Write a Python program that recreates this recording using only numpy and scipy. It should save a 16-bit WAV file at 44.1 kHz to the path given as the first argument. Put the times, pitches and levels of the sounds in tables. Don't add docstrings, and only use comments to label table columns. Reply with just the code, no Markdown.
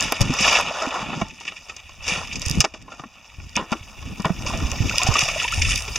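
import sys
import numpy as np
from scipy import signal
from scipy.io import wavfile

SR = 44100
rng = np.random.default_rng(int(sys.argv[2]) if len(sys.argv) > 2 else 0)


def master(y):
    cut = np.clip(np.atleast_2d(y).T, -1, 1)
    pcm = np.round(cut * 32767)
    wavfile.write(sys.argv[1], SR, pcm.astype(np.int16))


N = 263718


def from_db(db):
    return 10 ** (np.asarray(db) / 20)


def rms_one(x):
    return x / np.sqrt(np.mean(x ** 2, axis=-1, keepdims=True) + 1e-20)


def in_time(rows):
    times_s, *columns = np.transpose(rows)
    now_s = np.arange(N) / SR
    return [np.interp(now_s, times_s, column) for column in columns]


def bandpass(x, low_hz, high_hz, order):
    sos = signal.butter(order, [low_hz, high_hz], "band", fs=SR, output="sos")
    return signal.sosfilt(sos, x)


def band(x, low_hz, high_hz, order=3):
    return rms_one(bandpass(x, low_hz, high_hz, order))


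def resonate(x, hz, sharpness):
    return signal.lfilter(*signal.iirpeak(hz, sharpness, SR), x)


def drift(corner_hz):
    pole = np.exp(-2 * np.pi * corner_hz * 40 / SR)
    noise = rng.standard_normal(N // 40 + 2002)
    slow = signal.lfilter([1], [1, -2 * pole, pole * pole], noise)[2000:]
    return np.interp(np.arange(N) / 40, np.arange(len(slow)), rms_one(slow))


def stereo(pair, side_db):
    shared, differing = pair
    return shared + from_db(side_db) * differing * [[1], [-1]]


def add(out, start_s, sound):
    i = round(start_s * SR)
    out[..., i:i + sound.shape[-1]] += sound[..., :N - i]


def grains(per_s, spread_db, hiss):
    sizes = from_db(spread_db * np.minimum(rng.exponential(1, N), 4))
    sizes = sizes * (rng.random(N) < per_s / SR)
    return (rms_one(sizes) + hiss) * rng.standard_normal((2, N))


def ringing(hz, fade_s, rise):
    t = np.arange(SR // 4) / SR
    return from_db(-60 * t / fade_s) * np.sin(2 * np.pi * hz * t * (1 + rise * t / fade_s))


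# time_s, level_db
HISS_LEVEL = [(0, -49), (.15, -66), (.36, -61), (.5, -58), (.64, -72), (1.3, -71), (2.0, -68), (2.6, -58),
              (2.68, -78), (3.2, -72), (3.8, -65.5), (4.6, -55), (5.0, -50), (5.5, -54), (5.98, -52)]


def hiss():
    noise = band(rng.standard_normal((2, N)), 10400, 15300, order=2)
    return from_db(in_time(HISS_LEVEL)[0] - 1.0) * noise


# time_s, level_db
RUMBLE_LEVEL = [(0.0, -30), (0.16, -47), (0.22, -26), (0.3, -34.5), (0.5, -36), (0.85, -50), (1.23, -44.5),
                (1.43, -56), (1.9, -47), (2.2, -35), (2.48, -34), (2.59, -24), (2.64, -57), (2.78, -45),
                (3.1, -57), (3.32, -53), (3.4, -36.5), (3.6, -47), (3.8, -49), (4.1, -35.5), (4.2, -41.5),
                (4.35, -35.5), (4.62, -26.5), (4.66, -30), (4.76, -32), (4.84, -24.5), (5.0, -35),
                (5.09, -29), (5.3, -35), (5.5, -35), (5.6, -21), (5.75, -26), (5.86, -34.5), (5.98, -30.5)]
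# time_s, level_db
RUMBLE_UPPER = [(0, -1), (.5, 0.5), (1.15, 9), (1.9, -14.5), (2.5, -2.5), (3.06, 0.5), (3.45, -15.5),
                (4.25, -1), (4.7, -1.5), (5.5, -14), (5.63, -24), (5.98, -13)]


def rumble():
    level_db, = in_time(RUMBLE_LEVEL)
    upper_db, = in_time(RUMBLE_UPPER)
    deep_noise, upper_noise = rng.standard_normal((2, 2, N))
    lumps = from_db(2.5 * drift(23))
    deep = from_db(-3.0) * band(deep_noise, 30.7, 94, order=2)
    upper = from_db(upper_db - 5.0 + 4.2 * drift(8)) * band(upper_noise, 131.4, 271, order=2)
    return stereo((deep + upper) * from_db(level_db) * lumps, side_db=-7)


# time_s, level_db (before a random lean to one side), pitch_hz (at the start)
FINGER_BUMPS = [(0.213, -5.5, 120), (0.257, -16, 106), (0.3, -9.5, 144), (0.305, -12.5, 267),
                (0.409, -17, 210), (0.873, -19.5, 270), (1.029, -24, 203), (1.221, -14.5, 204),
                (1.235, -24, 110), (2.122, -22.5, 183), (2.18, -25, 168), (2.471, -14, 89),
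                (2.509, -15.5, 147), (2.576, -10.5, 185), (2.587, -14, 95), (2.601, -13, 132),
                (2.647, -29, 236), (3.003, -33, 152), (3.058, -33.5, 230), (3.389, -26, 91),
                (3.57, -18, 221), (3.595, -25.5, 232), (3.624, -30, 178), (3.722, -16.5, 235),
                (3.754, -29, 328), (3.814, -25.5, 94), (4.062, -23, 103), (4.135, -29, 94),
                (4.201, -18, 200), (4.258, -11, 168), (4.306, -11.5, 183), (4.475, -19, 59.7),
                (4.625, -18, 265), (4.641, -15, 90), (4.656, -12, 64.4), (4.725, -21, 72),
                (4.808, -7.5, 109), (4.861, -16, 98), (5.053, -16.5, 94), (5.091, -8.5, 123),
                (5.231, -18, 134), (5.111, -12.5, 76), (5.581, -13, 93), (5.605, -12, 69)]


def bumps():
    out = np.zeros((2, N))
    for time_s, level_db, pitch_hz in FINGER_BUMPS:
        lean = from_db(rng.normal(0, 4) * np.array([[1], [-1]]))
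        ring = ringing(pitch_hz, fade_s=0.059, rise=-0.054)
        start_s = time_s - 0.358 / pitch_hz
        add(out, start_s, from_db(level_db) * lean * ring)
    return out


# time_s, rasp_db, hollow_db (plastic and stones)
RASP_PRESSURE = [(0.0, -20.5, -23.5), (0.14, -32, -32.5), (0.27, -31.5, -30.5), (0.37, -28, -27.5),
                 (0.43, -18, -20.5), (0.52, -16.5, -18.5), (0.6, -19.5, -18), (0.64, -31, -29.5),
                 (0.8, -28.5, -23), (0.89, -32, -26.5), (0.96, -31, -24), (1.07, -34, -30.5),
                 (1.21, -35.5, -31), (1.33, -47.5, -55), (1.55, -46.5, -50), (1.99, -48.5, -50.5),
                 (2.1, -23, -28), (2.22, -33.5, -33), (2.3, -39.5, -44.5), (2.4, -39.5, -43),
                 (2.5, -30.5, -37), (2.62, -41.5, -42.5), (2.7, -52, -50.5), (2.84, -54.5, -55),
                 (2.91, -48, -44), (3.09, -52, -51.5), (3.52, -47, -52.5), (3.6, -44, -39),
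                 (3.68, -47.5, -48), (3.73, -39, -32), (3.78, -45, -44.5), (3.89, -46.5, -46.5),
                 (4.4, -40.5, -41.5), (4.48, -34.5, -29.5), (4.84, -35.5, -36.5), (5.0, -26.5, -31.5),
                 (5.11, -29.5, -27.5), (5.21, -19, -30.5), (5.32, -30.5, -31), (5.44, -26.5, -36),
                 (5.49, -36, -46), (5.54, -28.5, -35.5), (5.64, -35, -42.5), (5.7, -22.5, -37.5),
                 (5.89, -40, -37.5), (5.98, -30.5, -37)]


def rasp_levels():
    return in_time(RASP_PRESSURE)


# start_s, level_db (before the swell), pitch_hz (at the start), fade_s
BUBBLES = [(0.597, -9, 930, 0.024), (0.709, -14, 604, 0.031), (0.821, -23, 617, 0.067),
           (4.682, -29, 1005, 0.031), (4.91, -16, 1370, 0.028), (4.996, -23, 985, 0.11),
           (5.067, -9.5, 700, 0.032), (5.154, -6.5, 1140, 0.031), (5.219, -17, 1140, 0.029),
           (5.283, -30, 1040, 0.032), (5.36, -15.5, 592, 0.047), (5.416, -16.5, 1290, 0.03),
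           (5.448, -16.5, 900, 0.046), (5.524, -10.5, 1250, 0.027), (5.685, -18, 1190, 0.021)]
# from_s, to_s, level_db (against the hollow rasp), fade_s
SOAKING = (4.45, 5.75, 10, 0.026)
SMALL_BUBBLES = 70


def pops():
    from_s, to_s, above_db, small_fade_s = SOAKING
    when, size, pitch = np.transpose(rng.random((SMALL_BUBBLES, 3)))
    start_s = from_s + when * (to_s - from_s)
    hollow_db = rasp_levels()[1][(start_s * SR).astype(int)]
    level_db = hollow_db + above_db + 10 * (size - .5)
    pitch_hz = 450 * 2 ** (1.71 * pitch)
    small = [(s, db, hz, small_fade_s) for s, db, hz in zip(start_s, level_db, pitch_hz)]
    out = np.zeros(N)
    for s, db, hz, fade_s in BUBBLES + small:
        ring = ringing(hz, fade_s, rise=0.21)
        swell = 1 - np.exp(-np.arange(len(ring)) / SR / 0.0027)
        add(out, s, from_db(db) * ring * swell)
    return out


STRAY_CEILING_DB = -30


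def strays(count, above_db, spread_db):
    when, size = np.transpose(rng.random((count, 2)))
    start_s = .01 + when * (N / SR - .02)
    rasp_db = rasp_levels()[0][(start_s * SR).astype(int)]
    level_db = np.minimum(rasp_db, STRAY_CEILING_DB) + above_db + spread_db * (size - .5)
    return start_s, level_db


# time_s, level_db, fine_db (top against the level)
SNAPS = [(0.0084, -3.5, -10), (0.026, -5.5, -20), (0.123, -13.5, 14.5), (0.2082, -23, 15),
         (0.2166, -2.5, -2), (0.228, -13, -12), (0.339, -13, -1), (0.4097, -8.5, -16), (0.419, -9, -23),
         (0.468, -20, 10), (0.474, -20, 6), (0.528, -16, 7), (0.59, -14, -9), (0.611, -20, 10),
         (1.2139, -22, -23), (1.2854, -28, -16), (1.403, -26, -17), (1.7664, -31, -21), (2.0803, -14, -26),
         (2.274, -27, -5), (2.3966, -19, -26), (2.419, -11.5, -22), (2.462, -7, -22), (2.4666, -22, 5),
         (2.484, -10, -18), (2.498, -10.5, 5), (2.513, -9, -5), (2.5542, -18, -16), (2.6052, 2, -23),
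         (2.6076, -4, 4), (2.611, -20, -11), (2.617, -17, -24), (2.649, -26, -14), (2.8247, -32, -18),
         (3.4947, -29, -12), (3.555, -17, -19), (3.566, -6.5, -24), (3.7196, -19, -22), (4.203, -24, -21),
         (4.222, -21, -8), (4.255, -16.5, -21), (4.4223, -24, -17), (4.575, -18, -17), (4.717, -11.5, -23),
         (4.9831, 3, -31), (4.9966, -19, -4), (5.034, -3, -29), (5.078, -10, -21), (5.1412, -8.5, -10),
         (5.1929, 0.5, -32), (5.2382, -9.5, -16), (5.2876, -19, -2), (5.433, -17, -13), (5.5225, -16, -2),
         (5.5448, -10, -22), (5.6226, -10, -21), (5.7, -11, -4), (5.759, -3, -20), (5.777, -9, 2),
         (5.8231, -13.5, -5), (5.9585, -14, -24)]


def ticks():
    edge, top = np.zeros((2, 2, N))
    fade = np.exp(-np.arange(SR // 200) / SR / 0.00077)
    lesser = strays(count=90, above_db=2, spread_db=16.0)
    for time_s, level_db, fine_db in SNAPS + [(s, db, -23) for s, db in zip(*lesser)]:
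        pan_db = rng.normal(0, 4)
        lean = from_db([[pan_db / 2], [-pan_db / 2]])
        snap = rms_one(rng.standard_normal((2, len(fade))) * fade)
        add(edge, time_s - .0006, from_db(level_db - 11.5) * lean * stereo(snap, side_db=-7))
        add(top, time_s - .0003, from_db(level_db + fine_db - 24.5) * lean * stereo(snap, side_db=4))
    return bandpass(edge + 1e-18, 3300, 7300, order=2) + bandpass(top + 1e-18, 7800, 13000, order=2)


# time_s, level_db, hollow_db (against the level), edge_db (against the level), pitch_hz, fade_s
MAIN_KNOCKS = [(0.122, 0, -9, -17.5, 627, 0.035), (0.207, -10, -10, -8.5, 565, 0.13),
               (0.285, -19, -19, -13, 697, 0.051), (0.339, -15.5, -5.5, -8, 1040, 0.037),
               (0.387, -11.5, -18, -11, 1210, 0.36), (0.684, -14.5, -15, -28, 884, 0.15),
               (0.821, -24.5, 3.5, -4.5, 635, 0.15), (0.942, -17.5, -5, -16, 1046, 0.15),
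               (1.13, -17.5, -2.5, -33, 794, 0.063), (1.215, -5, -4.5, -24, 670, 0.026),
               (1.408, -20, -14.5, -15, 928, 0.072), (1.451, -19, -20, -16, 1390, 0.062),
               (1.468, -21, -22, -17, 1100, 0.14), (1.479, -12.5, -27, -22, 1210, 0.098),
               (1.521, -14, -14, -24, 1260, 0.026), (1.562, -24, -26, -17, 1025, 0.16),
               (1.685, -29, -10, -9, 1140, 0.06), (1.695, -17, -16.5, -16.5, 1300, 0.087),
               (1.764, -21.5, -18, -4, 1040, 0.04), (1.892, -25.5, -8.5, -10, 1060, 0.035),
               (2.081, -12.5, -14.5, -10, 497, 0.21), (2.153, -14, -15, -25, 1370, 0.19),
               (2.329, -19.5, -26, -6, 950, 0.065), (2.356, -18.5, -19, -4, 513, 0.088),
               (2.421, -14.5, -17, -5.5, 590, 0.052), (2.453, -19.5, -16.5, -6, 456, 0.18),
               (2.606, 0.5, -20, -7, 1230, 0.064), (2.642, -4, -6.5, -16, 884, 0.03),
               (2.646, -3.5, -7.5, -13, 635, 0.042), (2.739, -21, -7.5, -14.5, 630, 0.077),
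               (2.816, -30, -26, -13, 563, 0.061), (2.879, -34, 2, -21, 1050, 0.056),
               (2.918, -26, -6, -23, 1380, 0.096), (2.994, -22.5, -6, -19, 1210, 0.053),
               (3.037, -29.5, 2.5, -24, 1100, 0.035), (3.4, -23.5, -13, -25, 1420, 0.033),
               (3.556, -8, -28, -19, 617, 0.065), (3.569, -9, -8.5, -26, 980, 0.13),
               (3.592, -23.5, -0.5, -25, 1047, 0.14), (3.72, -14, -9.5, -17, 984, 0.053),
               (3.726, -7, -6.5, -18.5, 1370, 0.054), (4.024, -26, -13, -24, 1100, 0.094),
               (4.196, -31.5, 4.5, -19, 980, 0.07), (4.246, -10.5, -0.5, -37, 1016, 0.05),
               (4.253, -10.5, -4.5, -30, 645, 0.078), (4.294, -23, 2.5, -27, 650, 0.056),
               (4.422, -20, -27, -16, 1180, 0.048), (4.463, -18.5, -13, -8.5, 1170, 0.27),
               (4.532, -18.5, -9.5, -23, 661, 0.25), (4.715, -19.5, -10.5, -19, 1060, 0.093),
               (4.895, -10.5, -30, -11, 1370, 0.046), (5.015, -9.5, -13, -15, 728, 0.19),
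               (5.067, -15.5, -19, -0.5, 720, 0.1), (5.118, -24, -3.5, -22, 1210, 0.13),
               (5.153, -8, -10, -22, 1160, 0.074), (5.188, -7, -27, -16, 1100, 0.062),
               (5.287, -1.5, -30, -23, 1140, 0.032), (5.442, -7.5, -23, -26, 850, 0.053),
               (5.479, -5.5, -30, -17, 1370, 0.062), (5.536, -7.5, -26, -15, 784, 0.055),
               (5.618, -4.5, -35, -14.5, 1330, 0.1), (5.648, -7, -30, -16.5, 1320, 0.091),
               (5.709, -11, -19, -12, 1320, 0.058), (5.879, -13.5, -14.5, -12, 420, 0.083),
               (5.959, -4, -22, -4.5, 430, 0.029)]


def all_knocks():
    start_s, level_db = strays(count=30, above_db=11, spread_db=10.0)
    pitch_hz = 560 * 2 ** (1.35 * rng.random(len(start_s)))
    lesser = [(s, db, -13.5, -15.5, hz, 0.055) for s, db, hz in zip(start_s, level_db, pitch_hz)]
    return MAIN_KNOCKS + lesser


# low_hz, high_hz, trim_db, fade_share (times the knock's fade_s),
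# side_db (left-right difference)
KNOCK_PARTS = [(223, 550, 0, 1.55, -50), (465, 1850, -7.5, 1.31, -59), (1720, 3550, -12.5, 0.72, -17.5),
               (3940, 6980, -4.5, 0.81, -10)]
THUD_DB = -10.5


def knocks(blows):
    shower = grains(5000, spread_db=2.5, hiss=0.56)
    t = np.arange(SR // 3) / SR
    build = 1 - np.exp(-t / 0.0016)
    out = 0
    for k, (low_hz, high_hz, trim_db, fade_share, side_db) in enumerate(KNOCK_PARTS):
        swell = np.zeros(N)
        for time_s, level_db, hollow_db, edge_db, pitch_hz, fade_s in blows:
            part_db = [hollow_db + THUD_DB, hollow_db, 0, edge_db][k]
            fading_db = level_db + trim_db + part_db - 60 * t / (fade_share * fade_s)
            add(swell, time_s - .001, from_db(fading_db) * build)
        out = out + stereo(swell * band(shower, low_hz, high_hz), side_db)
    return out


# pitch_hz, level_db (before each blow's strength), fade_s
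TRAY_MODES = [(306, -9, 0.042), (635, -8, 0.079), (810, 0, 0.035), (1040, -8.5, 0.047),
              (1140, -10.5, 0.044), (1370, -4, 0.032), (1860, -12, 0.07), (2275, -7.5, 0.044),
              (2700, -12.5, 0.035), (2870, -19.5, 0.086), (3480, -22, .05)]
# start_s, level_db, pitch_hz, fade_s
LIFTED_SCOOP = (1.245, -43, 885, 0.3)
CONTACT_S = .0018


def clacks(blows):
    out = np.zeros(N)
    strengths = rng.normal(0, 0.96, (len(blows), len(TRAY_MODES)))
    modes = np.array([from_db(db) * ringing(hz, fade_s, rise=0) for hz, db, fade_s in TRAY_MODES])
    build = 1 - np.exp(-np.arange(modes.shape[1]) / SR / CONTACT_S)
    for (time_s, level_db, hollow_db, edge_db, pitch_hz, fade_s), strength_db in zip(blows, strengths):
        clack_db = level_db + hollow_db
        stone = from_db(clack_db - 4.5) * build * ringing(pitch_hz, 1.09 * fade_s, rise=0)
        tray = from_db(clack_db - 10.5 + strength_db) @ modes * build
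        add(out, time_s, stone)
        add(out, time_s + 0.00097, tray)
    start_s, level_db, pitch_hz, fade_s = LIFTED_SCOOP
    add(out, start_s, from_db(level_db) * ringing(pitch_hz, fade_s, rise=0))
    return out


def pebbles(per_s, low_hz, high_hz, cycles):
    hits = grains(per_s, spread_db=4.0, hiss=0)
    dealt = rng.integers(0, 14, N)
    out = 0
    for k, hz in enumerate(np.geomspace(low_hz, high_hz, num=14)):
        out = out + resonate(hits * (dealt == k) + 1e-18, hz, cycles) / np.sqrt(hz)
    return rms_one(out)


# time_s, edge_db (sharp, against rasp), sand_db (fine, against rasp)
GRIT_BRIGHTNESS = [(0, -5, -21.5), (.6, -4.5, -23.5), (1.1, -8.5, -28.5), (1.4, -2.5, -16),
                   (2.0, -5.5, -18), (2.6, -2.5, -18), (3.1, -4, -20), (3.6, -5.5, -18), (4.5, -4, -16),
                   (4.85, -1, -24), (5.15, -4, -20), (5.6, -1.5, -9), (5.98, -2, -11)]
# low_hz, high_hz, trim_db, side_db (left-right difference)
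RASP_PARTS = [(491, 1925, -6.5, -54), (1667, 3870, -4.5, -19), (3870, 6800, -5.5, -9.5),
              (7700, 9870, -4.5, 2)]


def grit():
    rasp_db, hollow_db = rasp_levels()
    edge_db, sand_db = rasp_db + in_time(GRIT_BRIGHTNESS)
    stream = grains(1500, spread_db=2.0, hiss=1.0) * from_db(0.91 * drift(43))
    out = 0
    levels = [hollow_db, rasp_db, edge_db, sand_db]
    for level_db, (low_hz, high_hz, trim_db, side_db) in zip(levels, RASP_PARTS):
        gain = from_db(level_db + trim_db + 2.2 * drift(26))
        out = out + stereo(gain * band(stream, low_hz, high_hz), side_db)
    out = out + from_db(hollow_db - 15.0) * pebbles(1400, 538.4, 1720, cycles=33.0)[0]
    out = out + from_db(rasp_db - 11.0) * pebbles(2200, 1720, 3820, cycles=38.0)[0]
    sharp = from_db(edge_db - 13) * pebbles(500, 4520, 6770, cycles=130.0)
    return out + stereo(sharp, side_db=-12.0)


def scene():
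    blows = all_knocks()
    background = hiss() + rumble() + bumps()
    return background + pops() + ticks() + knocks(blows) + clacks(blows) + grit()


# pitch_hz, width_hz, level_db (on the slope of the sound)
PORT_RINGS = [(4670, 100, -0.5), (9650, 2400, -19)]
# pitch_hz, width_hz, boost_db (each at its own peak)
CASE_RINGS = [(702, 200, 1), (1100, 590, 2), (2635, 1180, 11.5), (5180, 1220, 6)]
# pitch_hz, width_hz
NOTCH_FILTERS = [(1602, 434), (2078, 410), (3185, 624), (4150, 1740), (4215, 247), (7865, 390)]
CUTOFF_HZ = 16300


def record(dry):
    mid, side = (dry[0] + dry[1]) / 2, (dry[0] - dry[1]) / 2
    stop = signal.butter(3, [900, 2400], "bandstop", fs=SR, output="sos")
    side = signal.sosfilt(stop, side)
    slope = np.gradient(mid)
    for hz, width_hz, db in PORT_RINGS:
        side = side + from_db(db) * resonate(slope, hz, hz / width_hz)
    x = np.array([mid + side, mid - side])
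    for hz, width_hz, db in CASE_RINGS:
        x = x + (from_db(db) - 1) * resonate(x, hz, hz / width_hz)
    for hz, width_hz in NOTCH_FILTERS:
        x = signal.lfilter(*signal.iirnotch(hz, hz / width_hz, SR), x)
    limited = np.clip(x, -1, 1)
    top_cut = signal.ellip(12, .5, 90, CUTOFF_HZ, fs=SR, output="sos")
    return signal.sosfilt(top_cut, limited)


dry = scene()
out = record(dry)
master(out)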